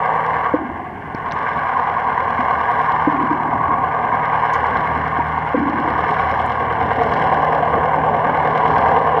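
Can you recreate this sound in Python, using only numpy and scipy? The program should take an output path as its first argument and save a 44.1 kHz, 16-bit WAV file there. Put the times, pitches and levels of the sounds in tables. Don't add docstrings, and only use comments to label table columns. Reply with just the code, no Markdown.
import sys
import numpy as np
from scipy import signal
from scipy.fft import rfft, irfft, next_fast_len
from scipy.io import wavfile
from scipy.ndimage import uniform_filter1d, minimum_filter1d, map_coordinates

SR = 44100
rng = np.random.default_rng(int(sys.argv[2]) if len(sys.argv) > 2 else 0)


def master_out(mix):
    frames = np.transpose(np.atleast_2d(mix))
    ceiling = np.clip(frames, -1, 1)
    pcm = np.round(ceiling * 32767).astype(np.int16)
    wavfile.write(sys.argv[1], SR, pcm)


def how_loud(loudness_db):
    steps = np.asarray(loudness_db, float) / 20
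    return 10 ** steps


N = 405719
T = np.arange(N) / SR
CYCLE_HZ = 9.7283


def unit(x):
    return x / np.sqrt(np.mean(x ** 2) + 1e-20)


def curves(rows):
    s, *cols = np.transpose(rows)
    return [np.interp(T, s, c) for c in cols]


def wobble(rate_hz):
    return map_coordinates(rng.standard_normal(int(N * rate_hz / SR) + 4), [T * rate_hz])


def coloured(x, spectrum, lo_hz=0, hi_hz=1e6):
    m = next_fast_len(N + 8192)
    hz = np.fft.rfftfreq(m, 1 / SR) + 1
    f, level_db = np.transpose(spectrum)
    gain = how_loud(np.interp(np.log(hz), np.log(f), level_db, -120, -120))
    cut = 1 / np.sqrt((1 + (lo_hz / hz) ** 12) * (1 + (hz / hi_hz) ** 12))
    return unit(irfft(rfft(x, m) * gain * cut, m)[:N])


def add(out, s, piece):
    out[round(s * SR):][:len(piece)] += piece[:N - round(s * SR)]


def ring(db, hz, t60_s, attack_s, length_s=.5):
    t = T[:int(length_s * SR)]
    return how_loud(db - 60 * t / t60_s) * (1 - np.exp(-t / attack_s)) * np.sin(2 * np.pi * hz * t)


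# (time [s], loudness [dB], fullness [dB], brightness [dB])
WATER_PATH = [(0, 0.5, 0, 1), (.45, 1, -1, -1), (.62, -3.5, 1.5, -1.5), (1, -7, -0.5, 0), (1.451, 0, -4, 1),
              (2.1, 0.5, -1.5, -0.5), (2.85, 1, -3.5, 1), (3.5, 0, -1.5, -4.5), (3.9, 1, 0.5, -3),
              (4.55, 1, -3.5, 2.5), (5.4, -1.5, -3, 1), (6.1, 1.5, -2, 3.5), (6.7, -0.5, 0, 2.5),
              (7.15, 1.5, 2.5, 4.5), (7.498, 2, 3.5, 1.5), (8.102, 1.5, 5.5, 0), (8.85, 3.5, 2, 0.5),
              (9.2, 2.5, 5.5, 3)]


def layer_db(mean_db, *shares):
    return mean_db + sum(share * (c - c.mean()) for share, c in zip(shares, curves(WATER_PATH)))


def blows(cycle, table, column, width, scatter_db):
    out = np.zeros(N)
    for row in table:
        turn = cycle - row[0] + .5
        size = how_loud(row[column] + scatter_db * rng.standard_normal(int(N / SR * CYCLE_HZ) + 4))
        pulse = np.exp(-((turn % 1 - .5) / width) ** 2)
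        out += size[turn.astype(int).clip(0) + 1] * pulse
    return out


# (place [cycles], hull [dB], clatter [dB], tick [dB], sizzle [dB])
NEAR_BLOWS = [(0, -14, -8, 2, -1), (.25, -12, -12, -14, -14), (.38, -12, -12, -11, -10),
              (.77, -7, -4, -6, -12), (.85, -6, -9, -14, -12)]
FAR_BLOWS = [(.98, -7, -5, -12, 0), (.22, -11, -14, -16, -18), (.46, -9, -7, -10, -4),
             (.73, -8, -9, -12, -5)]


def throb(cycles, column, width, scatter_db, base, teeth, repeat):
    near, far = cycles
    gate = base + blows(near, NEAR_BLOWS, column, width, scatter_db)
    gate += blows(far, FAR_BLOWS, column, width, scatter_db)
    gears = 1 + teeth * np.cos(2 * np.pi * 12 * near + .8 * wobble(3))
    size = int(SR / CYCLE_HZ)
    same = sum(rng.standard_normal(size)[(cycle % 1 * size).astype(int) % size] for cycle in cycles)
    flutter = how_loud(0.7 * wobble(90) + 0.16 * wobble(9))
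    return gate * gears * flutter * (rng.standard_normal(N) + repeat * same)


def shimmer(x, depth_db):
    z = signal.stft(x, nperseg=2048)[2]
    field = uniform_filter1d(rng.standard_normal(z.shape), size=2, axis=0)
    field = uniform_filter1d(field, size=7, axis=1)
    return signal.istft(z * how_loud(depth_db * unit(field)), nperseg=2048)[1][:N]


# (multiple of the cycle, level [dB rms])
IDLE_ORDERS = [(4, -53.5), (8, -53), (12, -43), (16, -42.5), (20, -48), (24, -52)]
# (time [s], length [s], multiple of the cycle, level [dB rms])
SWELLS = [(-.2, 0.66, 16, -39.5), (1.3, 0.75, 16, -52), (2.2, 1.3, 8, -43), (7.2, 0.99, 8, -48),
          (.1, 1.4, 8, -45), (2.7, 1.93, 16, -36.5), (3.1, 4.4, 12, -44.5), (4.45, 1.35, 8, -32.5),
          (4.7, 0.89, 16, -32.5), (5.7, 0.63, 16, -34), (5.75, 1.35, 8, -32.5), (6.3, 0.92, 12, -40),
          (7, 1.8, 16, -30.5), (7.6, 0.76, 12, -44.5), (8.7, 0.82, 8, -33), (8.8, 0.88, 16, -30)]
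# (frequency [Hz], level [dB per Hz])
WASH_SPECTRUM = [(13, -54.5), (22, -31.5), (85, 5), (112, -2.5), (145, 1.5), (198, -1), (250, 3), (312, -2),
                 (385, -5), (420, 1.5), (550, -30), (920, -120)]


def hum(cycle):
    edge_s = .15
    tones = np.zeros(N)
    for k, idle_db in IDLE_ORDERS:
        size = how_loud(idle_db)
        for s, length_s, order, top_db in SWELLS:
            if order == k:
                size = size + how_loud(top_db) * np.clip(np.minimum(T - s, s + length_s - T) / edge_s, 0, 1)
        phase = 2 * np.pi * k * cycle + 0.22 * wobble(3.7)
        tones += size * how_loud(0.43 * wobble(4.9)) * np.sin(phase)
    rise_db_per_s = 0.9836
    wash_db = layer_db(-37, 0, 0, 0.13) + rise_db_per_s * T + wobble(3)
    wash = coloured(how_loud(2.2 * wobble(14)) * rng.standard_normal(N), WASH_SPECTRUM)
    return tones + how_loud(wash_db) * wash


# (frequency [Hz], level [dB per Hz])
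BODY_SPECTRUM = [(200, -37), (340, -19), (377, -20), (456, -2), (610, -9), (689, -2), (725, 3.5), (832, -2),
                 (1010, 0), (1100, 0), (1230, -9.5), (1290, -23.5), (1340, -31), (1740, -53), (2950, -120)]
UPPER_SPECTRUM = [(790, -37.5), (1340, -11.5), (1410, 0.5), (1580, 5.5), (1860, -3), (2130, -1.5),
                  (2480, -16), (3220, -51), (5460, -120)]


def hull(cycles):
    low_db, chest_db = layer_db(-32, 2.44, 0.82, 0.99), layer_db(-29, 0.83, 0.76, -0.02)
    peak_db, upper_db = layer_db(-22.5, 2.2, -0.75, -0.05), layer_db(-28.5, 1.13, -0.39, 0.54)
    drive = throb(cycles, column=1, width=0.041, scatter_db=1.5, base=1.9, teeth=0.18, repeat=0.97)
    drive = shimmer(drive, depth_db=2.0)
    out = how_loud(low_db) * coloured(drive, BODY_SPECTRUM, hi_hz=617)
    out += how_loud(chest_db) * coloured(drive, BODY_SPECTRUM, lo_hz=612, hi_hz=870)
    out += how_loud(peak_db) * coloured(drive, BODY_SPECTRUM, lo_hz=1010)
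    upper = throb(cycles, column=2, width=0.043, scatter_db=3.5, base=0.96, teeth=0.29, repeat=0.57)
    return out + how_loud(upper_db) * coloured(shimmer(upper, depth_db=1.66), UPPER_SPECTRUM)


# (frequency [Hz], level [dB per Hz])
CLATTER_SPECTRUM = [(1500, -37.5), (2480, -8.5), (2660, 3), (2910, 7), (3240, 0), (3600, -8), (3850, -13.5),
                    (4100, -12), (4400, -17.5), (4800, -23), (5300, -17), (6000, -28.5), (6800, -31),
                    (7400, -51)]
SIZZLE_SPECTRUM = [(5500, -25.5), (6900, -11), (7500, 4), (8500, 1.5), (9500, -3), (11000, -9),
                   (12500, -26), (15300, -19.5)]


def valves(cycles):
    clatter_db = layer_db(-47, 1.15, -0.02, 1)
    tick_db = layer_db(-53.6, 2, -0.5, 1.3) + 1.2 * wobble(2.5)
    sizzle_db = layer_db(-73.5, 1.7, -0.02, 1.3)
    clatter = throb(cycles, column=2, width=0.048, scatter_db=3.5, base=1.0, teeth=0.31, repeat=0.7)
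    tick = throb(cycles, column=3, width=0.038, scatter_db=3.0, base=0.56, teeth=0.13, repeat=0.28)
    sizzle = throb(cycles, column=4, width=.027, scatter_db=1.0, base=.1, teeth=.1, repeat=.1)
    out = how_loud(clatter_db) * coloured(clatter, CLATTER_SPECTRUM, hi_hz=3660)
    out += how_loud(tick_db) * coloured(tick, CLATTER_SPECTRUM, lo_hz=3750)
    return out + how_loud(sizzle_db) * coloured(sizzle, SIZZLE_SPECTRUM)


# (time [s], peak [dB], high mode [dB], low mode [Hz], gurgle [dB])
GULPS = [
    (0.538, -7.5, 1, 300, -20.5),
    (2.389, -17.5, -10.5, 244, -30),
    (3.072, -6.5, -8, 296, -16.5),
    (3.311, -12.5, -42, 298, -17),
    (5.543, -9.5, 3.5, 285, -9),
    (6.979, -21, 0.5, 262, -21),
]
# (time [s], peak [dB], frequency [Hz], t60 [s])
SURGES = [(0.611, -10.5, 279, 0.065), (0.646, -12.5, 252, 0.087), (0.691, -17, 284, 0.034),
          (0.744, -20, 290, 0.12), (1.551, -22, 245, 0.15), (3.141, -12, 270, 0.11),
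          (3.209, -8, 296, 0.051), (3.232, -8, 246, 0.074), (3.68, -16, 300, 0.13),
          (1.147, -1.5, 263, 0.0088), (5.188, -4.5, 300, 0.02), (5.194, -2, 944, 0.096),
          (5.614, -4.5, 285, 0.13), (5.664, 0, 294, 0.033), (5.695, -5, 266, 0.044),
          (5.785, -9, 320, 0.044), (6.821, -13, 89, 0.17), (6.97, -20, 75, .16)]


def gulps():
    out = np.zeros(N)
    for s, db, high_db, low_hz, gurgle_db in GULPS:
        add(out, s, ring(db + 6, low_hz, t60_s=.07, attack_s=0.0024))
        add(out, s, ring(db + high_db + 7.5, 500, t60_s=0.043, attack_s=0.0025))
        for u, pitch, size in rng.random((70, 3)):
            bubble_db = db + gurgle_db + 8 * size - 19 * u
            bubble = ring(bubble_db, 225 + 150 * pitch, t60_s=0.082, attack_s=0.0006, length_s=.15)
            add(out, s + 0.018 + .55 * u, bubble)
    for s, db, hz, t60_s in SURGES:
        add(out, s, ring(db, hz, t60_s, t60_s / 12))
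    return signal.sosfilt(signal.butter(2, 70, "high", fs=SR, output="sos"), out)


# (time [s], peak [dB], low edge [Hz], high edge [Hz], t60 [s])
GRIT = [(1.148, -33, 3800, 5800, .013), (1.259, -48, 3500, 5000, .01), (1.312, -25, 1500, 4300, .009),
        (1.32, -30, 4700, 6200, .014), (1.3205, -20.5, 1500, 4700, 0.0077), (1.3365, -42, 3500, 7800, .007),
        (2.609, -66, 6000, 9900, .0075), (3.08, -52, 5000, 13200, .005), (4.533, -36.5, 5200, 7000, .06),
        (4.537, -34, 2500, 5600, 0.089), (4.534, -40, 7500, 12600, .035), (4.555, -51, 4000, 10500, .05),
        (4.746, -54, 9470, 14500, .005), (6.144, -61, 4000, 6900, .011), (6.463, -38, 6500, 11500, 0.012),
        (8.36, -56.5, 7000, 14500, .004), (8.661, -57, 7000, 14500, .0044)]


def grit():
    out = np.zeros(N)
    t = T[:2500]
    for s, db, lo_hz, hi_hz, t60_s in GRIT:
        crack = rng.standard_normal(2500) * how_loud(-60 * t / t60_s) * np.clip(t / 0.00062, 0, 1)
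        crack[12] += 5
        crack = signal.sosfilt(signal.butter(5, [lo_hz, hi_hz], "band", fs=SR, output="sos"), crack)
        add(out, s, how_loud(db) * crack / np.abs(crack).max())
    add(out, 4.534, ring(-47, 6476, t60_s=.11, attack_s=.001))
    stream = coloured(rng.standard_normal(N), [(8500, -20), (9600, 0), (10700, -20)])
    return out + how_loud(-71) * stream * np.interp(T, [2.72, 2.74, 2.82, 2.85], [0, 1, 1, 0])


# (centre [Hz], half width [Hz], bias [0-1])
FADING_BANDS = [(1330, 45, .3), (2480, 51, 0.33), (3630, 88, .35), (4400, 80, .2), (4870, 90, .2)]


def band_fades(x):
    m = next_fast_len(N + 8192)
    hz, spectrum = np.fft.rfftfreq(m, 1 / SR), rfft(x, m)
    lost = 0
    for centre_hz, width_hz, bias in FADING_BANDS:
        depth = np.clip(bias + .8 * wobble(5) + 0.74 * wobble(23), 0, 1)
        band = irfft(spectrum * np.exp(-((hz - centre_hz) / width_hz) ** 2), m)[..., :N]
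        lost = lost + depth * band
    return x - lost


# (time [s], near lag [cycles], far lag [cycles])
ENGINE_LAG = [(0, .595, .55), (1.03, .55, .5), (2.06, .463, .44), (2.6, .42, .4), (4.1, .41, .36),
              (6.2, .44, .3), (8.2, .452, .265), (9.2, .452, .275)]


def scene():
    cycles = [CYCLE_HZ * T - lag for lag in curves(ENGINE_LAG)]
    return (hum(cycles[0]) + hull(cycles) + valves(cycles) + gulps() + grit())[None]


def top_cut(x):
    return signal.sosfilt(signal.butter(12, 15310, fs=SR, output="sos"), x)


# (time [s], level [dB])
DUCKS = [
    (0, 1.5),
    (.55, -4.5),
    (5.56, -6),
    (8.98, -6.5),
]


def record(dry):
    hiss_db, recover_s, scene_share = -68, 0.64, .3
    hiss = coloured(rng.standard_normal(N), [(4000, 1.5), (9000, -4.5), (12000, -6.0), (15400, -5)])
    duck_db = sum(db * np.clip((T - s) / .015, 0, 1) * np.exp(-np.abs(T - s) / recover_s)
                  for s, db in DUCKS)
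    x = band_fades(dry) * how_loud(scene_share * duck_db) + how_loud(hiss_db + duck_db) * hiss
    x = x * np.clip(np.minimum(T, T[-1] - T) / .004, 0, 1)
    need = minimum_filter1d(np.minimum(1, .71 / (np.abs(x) + 1e-9)), size=401)
    return top_cut(x * uniform_filter1d(need, size=301))


dry = scene()
out = record(dry)
master_out(out)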